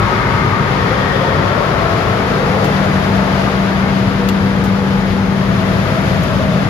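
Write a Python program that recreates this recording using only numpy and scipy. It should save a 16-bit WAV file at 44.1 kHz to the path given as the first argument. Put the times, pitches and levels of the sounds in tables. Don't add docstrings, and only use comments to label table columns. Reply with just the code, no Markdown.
import sys
import numpy as np
from scipy import signal
from scipy.fft import irfft, next_fast_len
from scipy.io import wavfile
from scipy.ndimage import map_coordinates

SR = 44100
rng = np.random.default_rng(int(sys.argv[2]) if len(sys.argv) > 2 else 0)


def to_wav(s):
    ch = np.atleast_2d(s).T
    pcm = np.round(np.clip(ch, -1, 1) * 32767)
    wavfile.write(sys.argv[1], SR, pcm.astype(np.int16))


N = 295029
T = np.arange(N) / SR
SIZE = next_fast_len(N, real=True)
FREQ = np.maximum(np.arange(SIZE // 2 + 1) * SR / SIZE, 1)

# (time [s], shade [0-1])
SHADE = [(0, 0.02), (1.8, 0.22), (3.6, 0.39), (4.35, 0.93), (5.3, 0.98), (6, 0.57), (6.69, 0.9)]


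def undb(db):
    return 10 ** (np.asarray(db) / 20)


def curves(table):
    s, *columns = np.transpose(table)
    return [np.interp(T, s, c) for c in columns]


def spectra(table):
    hz, *columns = np.transpose(table)
    return [np.interp(np.log(FREQ), np.log(hz), c) for c in columns]


def pan(db):
    return undb(np.array([[.5], [-.5]]) * db)


def unit(pair):
    return pair / np.std(pair.mean(axis=0))


def wander(rate):
    knots = rng.standard_normal(1024)
    return map_coordinates(knots, [T * rate], order=2, mode="wrap")


def passing(s, reach):
    return np.exp(-((T - s) / reach) ** 2)


def swell(spots):
    return sum(db * passing(s, reach) for s, reach, db in spots)


def resample(pair, seconds):
    return np.array([np.interp(seconds * SR % SIZE, np.arange(SIZE), channel) for channel in pair])


def microphone_ports():
    # (frequency [Hz], likeness [0-1], pan [dB], lead of the left port [rad])
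    stereo_image = [(60, 0.99, 6, 0.4), (195, 0.92, 2, -0.18), (414, 0.65, 4, 0.07), (700, 0.47, 3.5, 0.6),
                    (1230, 0.6, 5, 1.47), (2130, 0.15, 7, 2), (4370, 0, 6, -0.5), (8040, 0.06, 1, -1.3),
                    (14000, 0, 0.5, 0)]
    likeness, pan_db, lead = spectra(stereo_image)
    gains = pan(pan_db) * np.exp(1j * np.array([[.5], [-.5]]) * lead)
    return np.clip(likeness, 0, .995), gains


def turbulence(likeness):
    shared, own = rng.standard_normal((2, len(FREQ))) + 1j * rng.standard_normal((2, len(FREQ)))
    return np.array([shared, likeness * shared + np.sqrt(1 - likeness ** 2) * own])


def hall_noise(ports, colour, db):
    likeness, gains = ports
    spectrum = turbulence(likeness) * undb(spectra(colour)[0]) * gains
    return unit(irfft(spectrum, SIZE)[:, :N]) * undb(db)


def tone(hz, waver_db, waver_hz, drift_rad):
    phase = 2 * np.pi * (hz * T + rng.random()) + drift_rad * wander(waver_hz)
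    return np.sqrt(2) * np.sin(phase) * undb(waver_db * wander(waver_hz))


def motors(pan_db=4):
    # (pitch [Hz], level [dB])
    drives = [(59, -45.5), (89, -37.5), (148, -39), (261, -43), (585, -41.5), (799, -45), (955, -52)]
    # (time [s], reach [s], pitch [Hz], level [dB])
    tone_spots = [(4.4, .55, 487, -32), (5, .45, 493, -35), (6.45, 0.34, 582, -35)]
    bed = sum(undb(db) * tone(hz, waver_db=3, waver_hz=1.905, drift_rad=0.4) for hz, db in drives)
    local = sum(undb(db) * passing(s, reach) * tone(hz, waver_db=2, waver_hz=7.4, drift_rad=0.59)
                for s, reach, hz, db in tone_spots)
    return pan(pan_db) * (bed + local)


def sliding_grain(ports, surge_db, hiss_db=-32.5, sizzle_db=-50, shade_db=-3, wall_share=0.2):
    # (frequency [Hz], relative level [dB])
    hiss_colour = [(1800, -32), (2500, 1), (3400, -1), (4200, -4.5), (5000, -5.5), (5700, -11),
                   (6400, -15.5), (7300, -18.5), (8100, -30.5), (9500, -23.5), (14000, -34), (15200, -47)]
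    sizzle_colour = [(4500, -12), (5600, 1.5), (6500, 10), (7300, 1.5), (7900, -9), (9000, 2.5), (11000, 3),
                     (13500, -0.5), (14300, -4), (15000, -24)]
    # (time [s], reach [s], rise [dB])
    wall_spots = [(2.8, 1, 3.1), (6.05, 0.55, 3.5)]
    shade, = curves(SHADE)
    dim_db = shade_db * shade ** 2
    wall_db = swell(wall_spots)
    trickle_db = surge_db + .55 * wander(25)
    hiss = hall_noise(ports, hiss_colour, hiss_db + dim_db + wall_share * wall_db + trickle_db)
    sizzle = hall_noise(ports, sizzle_colour, sizzle_db + wall_db + trickle_db)
    return hiss + sizzle


def kernel_ticks(ports, grit_db=2, attack_s=0.0017):
    # (time [s], level [dB], decay t60 [s], ping against snap [dB], pan [dB])
    hits = [(2.642, -32.5, 0.12, -12, 4), (4.287, -24, 0.058, 1, 3), (4.638, -32.5, 0.12, -6, 4),
            (6.231, -31, 0.071, -10, 0)]
    # (frequency [Hz], relative level [dB])
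    snap_colour = [(1200, -25), (2600, 15), (4200, 14), (7000, 11.5), (8200, 5), (11500, 9), (16000, 7)]
    steel_modes = [(2740, 0.5), (3420, -3)]
    snap = hall_noise(ports, snap_colour, grit_db * wander(500))
    ping = sum(undb(db) * np.sin(2 * np.pi * hz * T) for hz, db in steel_modes)
    out = np.zeros((2, N))
    for s, db, t60, ping_db, pan_db in hits:
        age = np.maximum(T - s, 0)
        envelope = np.minimum(age / attack_s, 1) * undb(db - 60 * age / t60)
        out += envelope * (snap + undb(ping_db) * ping) * pan(pan_db)
    return out


def casing_drone(ports, surge_db, base_db=-25, shade_db=-1):
    # (frequency [Hz], relative level [dB])
    drone_colour = [(170, -52), (290, -5.5), (390, -1), (480, -1.5), (550, -4.5), (660, -3), (760, -6),
                    (860, -26), (1200, -68)]
    # (time [s], reach [s], rise [dB])
    loud_spots = [(2.25, 1.96, 3.3)]
    shade, = curves(SHADE)
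    return hall_noise(ports, drone_colour, base_db + shade_db * shade + swell(loud_spots) + surge_db)


def rushing_air(ports, surge_db, base_db=-21, shade_db=-5.5):
    # (frequency [Hz], relative level [dB])
    rush_colour = [(550, -32), (790, 1.5), (930, 2), (1020, 1.5), (1200, 3.5), (1600, 0), (1850, -1.5),
                   (2200, -4), (2500, -11), (3400, -53)]
    shade, = curves(SHADE)
    return hall_noise(ports, rush_colour, base_db + shade_db * shade + surge_db)


def duct_rumble(ports, base_db=-19):
    # (frequency [Hz], relative level [dB])
    rumble_colour = [(20, -33), (33, -32), (42, -13), (50, -5.5), (80, -6.5), (98, -0.5), (135, -0.5),
                     (180, -5), (225, -7), (270, -11), (340, -17), (600, -71)]
    # (time [s], reach [s], rise [dB])
    loud_spots = [(.6, 0.46, 0.5), (6.2, 0.81, 2)]
    return hall_noise(ports, rumble_colour, base_db + swell(loud_spots))


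def hollows(ports, trim_db=-1):
    # (time [s], reach [s], pitch [Hz], width [Hz], glide [Hz/s], level before trim [dB], pan [dB])
    standing_waves = [(.1, 0.74, 378, 55.56, 1.5, -27.5, 6), (.2, 0.69, 1266, 50.93, -45.5, -26, 17),
                      (.2, .7, 2130, 150, -0.5, -34, 10), (.1, 0.48, 560, 70, -1.5, -35, 6),
                      (.3, 0.91, 932, 70, 0.5, -28.5, 1), (.35, 0.74, 1110, 83.33, 40.5, -29, 10),
                      (.55, 0.76, 133, 45, 0.5, -24, 7), (.58, 0.2, 1220, 50, -3, -27, 6),
                      (1.05, 0.45, 1860, 120, -0.5, -29, 21), (1.15, .6, 3330, 480, -100, -38, 10),
                      (1.1, 0.35, 528, 42, 40, -23.3, 4), (1.35, 1, 454, 57, 14, -30, 13),
                      (1.4, 0.23, 365, 25, 2, -29.5, 7), (1.45, 0.6, 915, 64.81, 1, -30.5, 17),
                      (1.55, 0.24, 572, 85, 33, -23.3, 12), (1.7, 1, 1100, 140, 1, -27.5, 10),
                      (1.75, 0.75, 1320, 180, 0, -28.5, 19), (1.848, 0.58, 676, 95, -38.5, -24.5, 8),
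                      (2.4, .42, 438, 115, -31, -24, 3), (2.55, 0.34, 806, 70, -3, -28.5, 12),
                      (2.55, .35, 514, 50.93, -5.5, -28, 0), (3.15, 0.74, 660, 94, 1, -26, 11),
                      (3.399, 0.85, 906, 70, 56, -31, 9), (3.85, 0.36, 790, 45, -4, -39, -1),
                      (4.0, 0.22, 673, 48.6, -4, -30, 15), (4.55, 0.59, 485, 26, 11.5, -33.5, -3),
                      (4.9, 0.47, 863, 75.6, -2, -31, 4), (5.85, 0.52, 650, 45.36, 1, -26.5, 2),
                      (6.1, 0.62, 533, 48, 1, -28.5, 1), (6.2, 0.93, 168, 58.3, 0.5, -19.5, 6),
                      (6.55, 0.55, 633, 53, 21.5, -26.5, 0)]
    likeness, _ = ports
    roar = turbulence(likeness)
    out = np.zeros((2, N))
    for s, reach, hz, width, glide, db, pan_db in standing_waves:
        resonance = 1 / (1 + ((FREQ - hz) / (.5 * width)) ** 2)
        ring = unit(irfft(roar * resonance, SIZE) * pan(pan_db))
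        bend_s = .5 * glide / hz * (T - s) ** 2
        ring = resample(ring, T + rng.random() * T[-1] + bend_s)
        out += ring * undb(db + trim_db) * passing(s, reach)
    return out


def fan(shaft_hz=24.2, blades=8, blade_db=-14.5, orders_trim_db=0.5, orders_follow=0.62, pan_db=4.5):
    # (time [s], share of full pressure [0-1])
    fan_path = [(0, 0.12), (1.1, 0.3), (1.7, 0.08), (2.4, 0.38), (2.8, 0.51), (3.55, 0.62), (4.05, 0.9),
                (5.5, 0.72), (5.85, 0.35), (6.69, 0.45)]
    # (multiple of the shaft rate, level before trim and path [dB])
    shaft_orders = [(2, -42), (7, -29.5), (9, -35), (10, -34.5), (11, -32.5), (16, -35.5), (20, -37.5)]
    path = np.maximum(curves(fan_path)[0], .01)
    hum = tone(blades * shaft_hz, waver_db=0.94, waver_hz=8.3, drift_rad=0.1) * undb(blade_db) * path
    orders = sum(undb(db) * tone(k * shaft_hz, waver_db=1.5, waver_hz=2.97, drift_rad=0.26)
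                 for k, db in shaft_orders)
    orders *= undb(orders_trim_db) * path ** orders_follow
    far_fan = tone(hz=189, waver_db=0.5, waver_hz=1.51, drift_rad=0.3) * undb(-40)
    return (hum + far_fan + orders) * pan(pan_db)


def scene():
    ports = microphone_ports()
    tones = fan() + motors()
    surge_db = .3 * wander(5.3)
    flow = casing_drone(ports, surge_db) + rushing_air(ports, surge_db) + sliding_grain(ports, surge_db)
    return tones + flow + duct_rumble(ports) + hollows(ports) + kernel_ticks(ports)


def record(dry, top_hz=15100):
    rounded = dry / (1 + dry ** 8) ** (1 / 8)
    return signal.sosfilt(signal.ellip(8, .2, 70, top_hz, fs=SR, output="sos"), rounded)


dry = scene()
out = record(dry)
to_wav(out)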